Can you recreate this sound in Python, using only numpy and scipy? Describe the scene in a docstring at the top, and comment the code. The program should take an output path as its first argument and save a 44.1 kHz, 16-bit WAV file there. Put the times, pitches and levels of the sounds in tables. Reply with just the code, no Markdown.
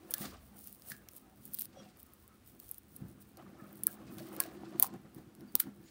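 """Bright wet pops and sticky crackle come first, then squishes, rubs and thumps on wood in a quiet room.
Wet slime with beads is kneaded on a wooden table top under a phone microphone.
Trapped air bursts as filtered noise bursts; wet holes ring as sagging sines; peeling skin clicks and fizzes.
Pressing hands, fingertips and wet holes shake a sum of table modes.
Behind lie a noise hush, faint wavering tones, flutters of stirred air and the room's answer."""
import sys
import numpy as np
from scipy import signal
from scipy.fft import rfft, irfft, next_fast_len
from scipy.io import wavfile
from scipy.ndimage import map_coordinates

SR = 44100
rng = np.random.default_rng(int(sys.argv[2]) if len(sys.argv) > 2 else 0)


def bounce(signal):
    """Save signal as a 16-bit WAV file at the path given by the first command-line argument."""
    frames = np.transpose(np.atleast_2d(signal))
    limited = np.clip(frames, -1, 1)
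    pcm = np.round(limited * 32767).astype(np.int16)
    wavfile.write(sys.argv[1], SR, pcm)


def ratio_of_db(decibels):
    """Turn decibels (scalar or array-like) into linear amplitude factors; 0 dB maps to 1."""
    return 10 ** (np.asarray(decibels, float) / 20)


N = 260441  # samples


def unit(x):
    """Scaled to rms 1."""
    return x / np.sqrt(np.mean(x ** 2) + 1e-20)


def noise():
    """White noise over the whole scene."""
    return rng.standard_normal(N)


def along(points, hz):
    """(freq_hz, value) points read on a log frequency axis."""
    f, v = np.transpose(points)
    return np.interp(np.log(hz + 1), np.log(f + 1), v)


def filtered(x, response):
    """x shaped by a (complex) response of frequency in Hz."""
    m = next_fast_len(len(x) + 8192)
    return irfft(rfft(x, m) * response(np.fft.rfftfreq(m, 1 / SR)), m)[:len(x)]


def coloured(x, spectrum):
    """x given a spectrum of (freq_hz, gain_db) points, rms 1."""
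    return unit(filtered(x, lambda f: ratio_of_db(along(spectrum, f))))


def resonance(f, hz, width_hz):
    """A causal resonance of peak gain 1."""
    return 1j * f * width_hz / (hz * hz - f * f + 1j * f * width_hz)


def wobble(knots_per_s):
    """A smooth random curve."""
    return map_coordinates(rng.standard_normal(N // 100), [np.arange(N) * knots_per_s / SR])


def grainy(per_s, spread_db, grain_db, grain_ms):
    """Noise with short random spurts of very uneven size on it, rms 1."""
    chance, size = rng.random((2, N))
    starts = (chance < per_s / SR) * ratio_of_db(-spread_db * np.log(size + 0.037))
    envelope = signal.lfilter([1], [1, -np.exp(-1000 / (grain_ms * SR))], starts)
    spurts = envelope * noise()
    return unit(noise() + ratio_of_db(grain_db) * unit(spurts))


def bubbles(count, hz, cycles, spread_db):
    """Tiny pockets of air shifting in the mass: scattered damped tones a few cycles long, rms 1."""
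    when, size = rng.random((2, count, 1))
    pitch_hz = hz * np.exp(0.524 * rng.standard_normal((count, 1)))
    k = np.arange(SR // 40)
    phase = pitch_hz * k / SR  # in cycles
    envelope = np.exp(-phase / cycles) * (1 - np.exp(-phase))
    grains = ratio_of_db(-spread_db * np.log(size + 0.0043)) * envelope * np.sin(2 * np.pi * phase)
    places = (when * N).astype(int) + k
    return unit(np.bincount(places.ravel(), grains.ravel())[:N])


def swells(peak_s, db, rise_s, fade_s):
    """Gain of overlapping gestures, each gaining 20 dB over its rise and losing 20 dB over its fade."""
    t, power = np.arange(0, N + 64, 32) / SR, 0
    for s, level_db, up_s, down_s in np.broadcast(peak_s, db, rise_s, fade_s):
        drop_db = 20 * np.maximum((s - t) / up_s, (t - s) / down_s)
        power = power + ratio_of_db(level_db - drop_db) ** 2
    return np.interp(np.arange(N) / SR, t, np.sqrt(power))


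def add_at(out, start_s, sound):
    """Adds a sound to out from a given time."""
    out[round(start_s * SR):][:len(sound)] += sound


# room noise spectrum, relative: freq_hz, gain_db
HUSH_SPECTRUM = [(18, -24), (30, -7.5), (70, 2), (118, -1.5), (171, -21), (235, -4.5), (467, -14.5),
                 (904, -20.5), (1240, -18.5), (2050, -22.5), (7670, -30.5), (8310, -28.5), (12000, -31),
                 (15000, -31), (16500, -30.5), (18000, -64.5)]


def hush():
    """Room hush: noise of fixed colour and slightly wavering level."""
    level_db = -66
    return ratio_of_db(level_db + 0.61 * wobble(12)) * coloured(noise(), HUSH_SPECTRUM)


# faint wavering tones elsewhere in the room, before a shared waver in level:
# start_s, length_s, pitch_hz, level_db
TONES = [(1.21, .06, 1280, -68), (1.75, .08, 5750, -66), (1.75, .08, 3340, -67), (1.8, .1, 2800, -73),
         (1.23, .13, 780, -66), (2.22, .06, 1070, -72), (4.06, .07, 2550, -69), (2.04, .14, 1290, -69),
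         (2.26, .13, 1310, -66), (3.56, .12, 1260, -69), (5.46, .07, 4700, -73), (5.84, .065, 6900, -69)]


def tones():
    """Short faint tones that swell, waver, fade and sag a little."""
    out = np.zeros(N + SR)
    for start_s, length_s, hz, db in TONES:
        t = np.arange(round(length_s * SR)) / SR
        drift = np.cumsum(rng.standard_normal(len(t))) * (.07 + hz / 120000)  # the higher, the rougher
        tone = np.sin(2 * np.pi * hz * t * (1 - 0.142 * t) + drift)
        add_at(out, start_s, ratio_of_db(db) * np.sin(np.pi * t / length_s) * tone)
    return out[:N] * ratio_of_db(3.5 * wobble(45))


# air stirred by the hands sweeping past the microphone: peak_s, level_db, fade_s
WAFTS = [(.32, -55, 0.29), (2.2, -62, 0.082), (2.65, -62, 0.062), (3.06, -56, 0.13)]


def wafts():
    """Brief deep flutters of moving air: noise through a low resonance applied twice."""
    hz, width_hz = 61.4, 42
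    peak_s, db, fade_s = np.transpose(WAFTS)
    flutter = unit(filtered(noise(), lambda f: resonance(f, hz, width_hz) ** 2))
    return swells(peak_s, db, 0.33 * fade_s, fade_s) * flutter


# reverberation: freq_hz, t60_s
ROOM_DECAY = [(200, 0.19), (1500, 0.46), (6000, 0.017), (15000, 0.032)]


def room(x):
    """Each frequency of the room's answer dies at its own speed; every fifth of a second gets a new tail."""
    out, step = np.zeros(N + 2 * SR), SR // 5
    for start in range(0, N, step):
        hz, t, z = signal.stft(rng.standard_normal(SR // 3), SR, nperseg=256)
        decay = ratio_of_db(-60 * t / along(ROOM_DECAY, hz)[:, None])
        tail = signal.istft(z * decay, SR, nperseg=256)[1]
        wet = signal.fftconvolve(x[start:start + step], tail / np.linalg.norm(tail))
        out[start + SR // 200:][:len(wet)] += wet  # 5 ms later
    return out[:N]


# modes of the wooden top: freq_hz, width_hz, mid_board_db, near_rim_db
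TABLE_MODES = [(135, 36, -1, -10), (203, 11, 8, -2), (259, 22, 1, -4), (329, 22, -14, 9),
               (385, 60, -13, -3), (600, 750, -27, -21), (731, 34, -23.5, -8.5), (1044, 110, -35.5, -23.5),
               (1410, 47, -20, -35), (1741, 26, -37, -16)]


def table_top(f, rim):
    """Sum of the modes of the wooden top, pressed between mid-board (0) and rim (1)."""
    total = 0
    for k, (hz, width_hz, mid_db, rim_db) in enumerate(TABLE_MODES):
        gain = ratio_of_db(mid_db + rim * (rim_db - mid_db))
        total = total + (-1) ** k * gain * resonance(f, hz, width_hz)
    return total


# steady work of the hands between gestures: time_s, effort_db, rim_share (0-1)
EFFORT = [(0.0, -57, 0.96), (.38, -69, 0), (.76, -71.5, 0.11), (1.2, -65, 0.27), (1.5, -64, 0.08),
          (1.75, -66, 0.1), (2.4, -71.5, 0.2), (2.8, -78, 0.1), (3.33, -65, 0.15), (3.42, -56, 0.26),
          (3.83, -57, 0.4), (4.2, -54.5, 0.32), (4.31, -52.5, 0.67), (4.5, -51.5, 0.9), (4.78, -51, 0.63),
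          (4.98, -60, 0.11), (5.2, -62, 0.4), (5.45, -67.5, 0.19), (5.9, -66, 0.37)]


def effort():
    """Steady effort in dB and the share of the pressure near the table rim, per sample."""
    s, *columns = np.transpose(EFFORT)
    return [np.interp(np.arange(N) / SR, s, c) for c in columns]


# skin sliding on wood, relative spectrum: freq_hz, gain_db
RUB_SPECTRUM = [(880, -39), (1500, -2), (2320, -3.5), (2820, -5.5), (4580, -2.5), (6800, -9), (9000, -9),
                (11700, -49.5), (19800, -120)]
# slides: peak_s, hiss_db, fade_s
RUBS = [(0.254, -50, 0.13), (.92, -57.5, 0.056), (1.82, -68.5, 0.32), (4.09, -65.5, 0.066),
        (4.145, -66, 0.042), (4.194, -54.5, 0.022), (4.23, -63, .05), (4.28, -59, 0.074),
        (4.35, -69, 0.061), (4.43, -57, 0.11), (4.68, -66.5, 0.1), (4.84, -58, 0.092),
        (5.615, -59.5, 0.091), (5.89, -64.5, 0.059)]


def sliding():
    """Palms rub the wood: grainy coloured hiss, over a faint one that follows the effort."""
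    rest_re_effort_db = -22
    peak_s, db, fade_s = np.transpose(RUBS)
    gain = np.hypot(ratio_of_db(effort()[0] + rest_re_effort_db), swells(peak_s, db, fade_s, fade_s))
    return gain * coloured(grainy(110, 3.2, 2.07, 8.0), RUB_SPECTRUM)


# pushes into the mass, also played by squishing(): peak_s, pressure_db, squish_re_pressure_db, fade_s
KNEADS = [(.13, -64, 7.5, 0.15), (0.248, -44, -5.5, 0.12), (.55, -60.5, -9.5, 0.47), (.92, -63.5, -5, 0.33),
          (1.48, -59, -18, 0.062), (1.68, -61.5, -26, 0.2), (1.82, -55.5, -8, 0.2), (2.55, -62, -12, 0.28),
          (3.031, -52, -19, 0.34), (3.4, -63, 4, 0.049), (3.61, -70, 5.5, 0.17), (3.862, -53.5, -8.5, 0.12),
          (4.01, -56.5, -26, .15), (4.12, -49, -29, 0.11), (4.21, -48, -13, 0.14), (4.389, -50.5, -2, 0.14),
          (4.759, -42, -13, 0.016), (4.84, -60.5, 8.5, 0.083), (4.948, -42.5, -21, 0.062),
          (5.06, -52.5, -34, 0.046), (5.178, -47.5, -22, 0.054), (5.3, -57, -36.5, 0.13),
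          (5.42, -49.5, -25, 0.17), (5.551, -44, -31, 0.023), (5.669, -46.5, -30, 0.081),
          (5.8, -56.5, -25, 0.2), (5.9, -70, -4, 0.12)]


def pressing():
    """Changing hand pressure drives the table: grainy noise through its modes at mid-board and rim."""
    rise_per_fade = 0.7
    effort_db, rim = effort()
    peak_s, db, _, fade_s = np.transpose(KNEADS)
    gain = np.hypot(ratio_of_db(effort_db), swells(peak_s, db, rise_per_fade * fade_s, fade_s))
    mid, edge = [unit(filtered(grainy(44, 4.0, -5, 9.5), lambda f: table_top(f, place))) for place in (0, 1)]
    press = np.sqrt(1 - rim) * mid + np.sqrt(rim) * edge
    return gain * ratio_of_db(0.4 * wobble(35)) * press


# squishing mass, relative spectrum: freq_hz, gain_db
SQUISH_SPECTRUM = [(300, -2), (500, 2.5), (780, 1.4), (930, -5), (1260, 3), (1750, -3), (3000, 0),
                   (5000, -19)]


def squishing():
    """The pushed mass shifts its air pockets: bubble tones and noise in uneven lumps."""
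    rest_re_effort_db = -10.5
    lead, rise, linger = 0.069, 0.53, 1.4  # in fade times of the push; the squish peaks earlier
    peak_s, db, squish_db, fade_s = np.transpose(KNEADS)
    pushes = swells(peak_s - lead * fade_s, db + squish_db, rise * fade_s, linger * fade_s)
    gain = np.hypot(ratio_of_db(effort()[0] + rest_re_effort_db), pushes)
    mass = bubbles(count=5000, hz=1050, cycles=5.8, spread_db=1.5) + 0.76 * noise()
    return gain * ratio_of_db(3.05 * wobble(35)) * coloured(mass, SQUISH_SPECTRUM)


# peeling skin, relative spectrum: freq_hz, gain_db
PEEL_SPECTRUM = [(1760, -30), (3000, -13), (3850, -13), (5270, -12), (7580, -11.5), (8440, -3),
                 (12800, -6.5), (15100, 3.5), (16200, 4.5), (18000, -59.5)]
# sticky skin leaving the fingers: peak_s, crackle_db, rise_s, fade_s, wet_smoothness (0-1)
PEELS = [(0.112, -43, 0.0075, 0.024, 0.6), (0.14, -26.5, 0.0018, 0.0098, 0.8),
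         (.22, -43.5, 0.12, 0.09, 0.87), (.43, -66, .06, 0.15, 1), (.58, -58, 0.036, 0.28, 0.3),
         (.683, -54.5, 0.22, 0.17, 0.1), (.913, -46.5, 0.097, 0.043, 0.7), (.985, -63, 0.19, 0.046, 0.1),
         (1.176, -52, 0.082, 0.011, 0.23), (1.457, -55, 0.095, 0.099, 0.3), (1.55, -52, 0.078, 0.074, 0),
         (1.611, -44.5, 0.063, 0.047, 0), (1.649, -46, 0.062, 0.018, 0.2), (2.065, -65, 0.14, 0.028, 0.2),
         (2.14, -63.5, 0.036, 0.1, 0.3), (2.29, -72, 0.034, 0.092, .05), (2.5, -66, 0.083, 0.17, 0.5),
         (2.594, -55.5, 0.014, .11, 0), (2.704, -58.5, 0.1, 0.096, 0.15), (2.78, -57, 0.036, 0.023, 0.3),
         (2.963, -62, 0.14, 0.11, 0.4), (3.12, -64, 0.21, 0.092, 0.05), (3.219, -60, 0.036, 0.017, 0.04),
         (3.76, -64.5, 0.22, 0.12, 0), (3.869, -48.5, 0.02, 0.086, 0.5), (4.18, -57, 0.09, 0.45, 0.02),
         (4.405, -44.5, .01, 0.066, 0.2), (4.8, -52, 0.029, 0.031, 0.1), (4.828, -36.5, 0.013, 0.039, 0.15),
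         (5.557, -44, 0.004, 0.024, 0.6), (5.601, -42.5, 0.016, 0.049, 0.4)]


def peeling():
    """Sticky skin peels off in tiny clicks; the wetter, the more of its power is smooth fizz."""
    idle_db = -76
    peak_s, db, rise_s, fade_s, wet = np.transpose(PEELS)
    wet = np.clip(wet, .01, .99)
    clicking = swells(peak_s, db + 10 * np.log10(1 - wet), rise_s, fade_s)
    clicking = np.hypot(ratio_of_db(idle_db), clicking) * ratio_of_db(4.35 * wobble(32))
    fizzing = swells(peak_s, db + 10 * np.log10(wet), rise_s, fade_s) * ratio_of_db(0.77 * wobble(43))
    clicks = coloured(grainy(300, 2.5, 2., .35), PEEL_SPECTRUM)
    fizz = coloured(noise(), PEEL_SPECTRUM)
    return clicking * clicks + fizzing * fizz


# soft finger blows on the table, before a shared trim: start_s, push_db, contact_ms (held to 0.3-2.5)
THUMPS = [(0.202, -18.5, 0.59), (.915, -29.5, 0.69), (3.015, -19, 1.03), (3.047, -19, 1.4),
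          (4.094, -21.5, 0.27), (4.165, -23.5, 0.81), (4.302, -27, .5), (4.53, -30, 0.69),
          (4.571, -32, 0.45), (4.604, -35, 0.4), (4.628, -28, .5), (4.656, -33.5, 0.46), (4.68, -30.5, .5),
          (4.745, -19.5, 0.26), (5.045, -37, 0.9), (5.16, -22, 0.24), (5.271, -29, 0.67),
          (5.407, -28.5, 0.24), (5.784, -33, 0.55)]


def thumps():
    """A fingertip lands softly: a rounded push into the table; a longer contact reaches only deep modes."""
    trim_db = -1.5
    push, t = np.zeros(N + SR), np.arange(SR // 40) / SR
    for start_s, db, contact_ms in THUMPS:
        u = 1000 * t / np.clip(contact_ms, .3, 2.5)
        add_at(push, start_s, ratio_of_db(db + trim_db) * u ** 2 * np.exp(-u))
    push, rim = push[:N], effort()[1]
    mid = filtered((1 - rim) * push, lambda f: table_top(f, 0))
    edge = filtered(rim * push, lambda f: table_top(f, 1))
    return mid + edge


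# wet holes opening and closing, before a shared trim: start_s, level_db, hollow_hz, t60_ms
SQUELCHES = [(0.1402, -40.5, 1720, 130), (0.2386, -39, 1290, 65), (0.2488, -41, 1153, 77),
             (0.9065, -46, 1880, 68), (0.9179, -25.5, 1700, 15), (0.93, -53, 1700, 250),
             (1.762, -49, 763, 210), (1.771, -44.5, 545, 290), (1.86, -50.5, 740, 160),
             (3.3979, -38.5, 748, 21), (3.424, -50, 1090, 30), (3.464, -44, 1200, 27),
             (3.589, -51, 1300, 260), (3.599, -49.5, 1730, 90), (3.87, -42.5, 1640, 110),
             (3.8798, -34.5, 1310, 15), (4.1912, -44, 1670, 35), (4.2038, -39, 610, 75),
             (4.39, -34, 1360, 13), (4.4015, -29.5, 1113, 54), (4.4085, -32.5, 1653, 62),
             (4.4548, -35, 660, 51), (4.6348, -30, 720, 12.3), (4.7612, -48, 750, 59),
             (4.7981, -37.5, 697, 87), (4.8263, -22, 1003, 24), (4.8317, -35.5, 787, 140),
             (4.8435, -22.5, 1050, 17), (4.9412, -39, 737, 46), (5.554, -9, 1100, 2.34),
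             (5.6005, -35, 1360, 47), (5.619, -45.5, 1460, 73), (5.6683, -43.5, 860, 27)]


def squelches():
    """Air in a wet hole rings briefly, its pitch sagging as the hole widens; each also nudges the table."""
    trim_db, table_db = -6.0, -2.0
    sag_per_s = 0.74  # share of the starting pitch lost
    out, t = np.zeros(N + SR), np.arange(SR // 10) / SR
    for start_s, db, hollow_hz, t60_ms in SQUELCHES:
        drift = np.cumsum(rng.standard_normal(len(t))) * hollow_hz / 24000  # unsteady phase of a soft cavity
        ring = np.sin(2 * np.pi * hollow_hz * t * (1 - sag_per_s * t / 2) + drift)
        envelope = ratio_of_db(db + trim_db - 60000 * t / t60_ms) * (1 - np.exp(-t / 0.00036))
        add_at(out, start_s, envelope * ring)
    holes = out[:N]
    return holes + ratio_of_db(table_db) * filtered(holes, lambda f: table_top(f, .6))


# air pockets bursting; the body gets a shared lift: start_s, crack_peak_db, crack_hz, body_re_crack_db, t60_ms
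POPS = [(0.108, -26, 11300, -30, 14), (0.1391, -13.5, 13600, -7.5, 3.5), (0.182, -25.5, 12200, -24, 3),
        (0.673, -30, 13700, -20, 8), (0.7274, -35, 13100, -34, 4.4), (0.821, -46, 12000, -3, 9.3),
        (0.8868, -30, 13600, -34, 3.9), (0.9, -29, 11300, -22, 6.2), (0.9049, -36, 13900, -25, 4.9),
        (0.9186, -36.5, 10400, -1, 23), (1.087, -35.5, 11400, -6.5, 9), (1.165, -36.5, 12900, -30, 7.3),
        (1.454, -32, 12100, -28, 4.4), (1.478, -39, 13800, -29, 6.3), (1.5359, -24.5, 14100, -36, 4.4),
        (1.5442, -18, 14200, -26, 2.5), (1.5488, -22.5, 13000, -19, 3.6), (1.588, -23.5, 14100, -15, 3.2),
        (1.5934, -18, 11300, -28, 1.2), (1.597, -22, 13900, -33, 2.6), (1.611, -19, 13600, -20, 2.7),
        (1.62, -18, 13200, -18, 2.8), (1.655, -33.5, 13100, -11, 7.7), (1.972, -44, 13000, -28, 3.8),
        (2.03, -32.5, 14700, -31, 4.4), (2.136, -38, 10600, -32, 3), (2.2782, -41.5, 9200, -25, 6.6),
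        (2.6, -34, 14900, -14, 9.5), (2.6917, -35, 13900, -20, 4.7), (2.7135, -20.5, 13300, -47, 4.6),
        (2.782, -34.5, 12400, -27, 13), (2.9632, -33, 11000, -24.5, 19), (3.371, -43, 8300, -7.5, 22),
        (3.7294, -43, 13100, -32, 5.9), (3.756, -44.5, 13700, -23.5, 6.7), (3.772, -43.5, 10500, -30, 5.1),
        (3.835, -19, 12100, -23, 12), (3.8693, -1.5, 11400, -28.5, 1.1), (4.1836, -37, 11200, -8, 11),
        (4.2, -43, 11500, -25, 4), (4.352, -43, 11500, -30, 5), (4.365, -31.5, 12300, -13, 4.7),
        (4.4022, -12, 11200, -11.5, 11), (4.4373, -33.5, 9400, -2.5, 5.8), (4.7985, -3, 13900, -24, 4.4),
        (4.8254, -2.5, 12500, -24.5, 6.4), (4.8432, -40, 13200, -17, 4.8), (4.939, -50.5, 10000, -1, 5.3),
        (5.1471, -40, 11000, -18, 3.7), (5.351, -45, 9700, -9.5, 4.3), (5.408, -49, 9000, -5, 7.4),
        (5.554, -1, 14600, -18, 0.67), (5.5988, -22, 12700, -9, 4.1), (5.6001, -13.5, 12100, -23, 26),
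        (5.6022, -15, 13000, -9, 4.6)]


def pops():
    """Each burst: a short crack high in the treble with a ragged after-spit, and a duller body."""
    body_lift_db = 0.5
    out, t = np.zeros(N + SR), np.arange(SR // 25) / SR
    for start_s, db, crack_hz, body_db, t60_ms in POPS:
        decay = ratio_of_db(-60000 * t / t60_ms) + ratio_of_db(-19 - 60 * t / .014)  # burst, then after-spit
        spit = decay * (1 - np.exp(-t / .00008))
        a, b = spit * rng.standard_normal((2, len(t)))
        a[4] += 13 / t60_ms  # a quick burst opens with one sharp pressure step, a slow tear hardly
        b[4] += 11 / t60_ms

        def crack_response(f):
            peak = resonance(f, crack_hz, 5800) * (f / crack_hz) ** 1.2
            return peak / (1 + (7900 / (f + 1)) ** 24) / (1 + (f / 16800) ** 24)

        crack = filtered(a, crack_response)
        body = filtered(b, lambda f: resonance(f, 5800, 8000) / (1 + (f / 7600) ** 8))
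        crack /= np.abs(crack).max()
        body /= np.abs(body).max()
        add_at(out, start_s, ratio_of_db(db) * (crack + ratio_of_db(body_db + body_lift_db) * body))
    return out[:N]


def scene():
    """Slime, hands and table close by, the room and its hush behind."""
    room_db = -19.5
    near = pops() + squelches() + thumps()
    hands = peeling() + squishing() + sliding() + pressing()
    behind = ratio_of_db(room_db) * room(near) + wafts() + tones() + hush()
    return (near + hands + behind)[None]


def band_limit(x):
    """A steep low-pass at the top of the band."""
    return signal.sosfilt(signal.butter(12, 16960, fs=SR, output="sos"), x)


def record(dry):
    """The microphone path drops the deepest bass and the top of the treble."""
    top_hz, edge_hz, above_top_db = 15820, 110, -22

    def microphone(f):
        edge_db = above_top_db * (1 + np.tanh((f - top_hz) / edge_hz)) / 2
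        slope_db = np.maximum(f - top_hz, 0) / 50
        return ratio_of_db(edge_db - slope_db) / (1 + (42 / (f + 1)) ** 4)

    heard = filtered(dry[0], microphone)
    return band_limit(heard[None])


dry = scene()
out = record(dry)
bounce(out)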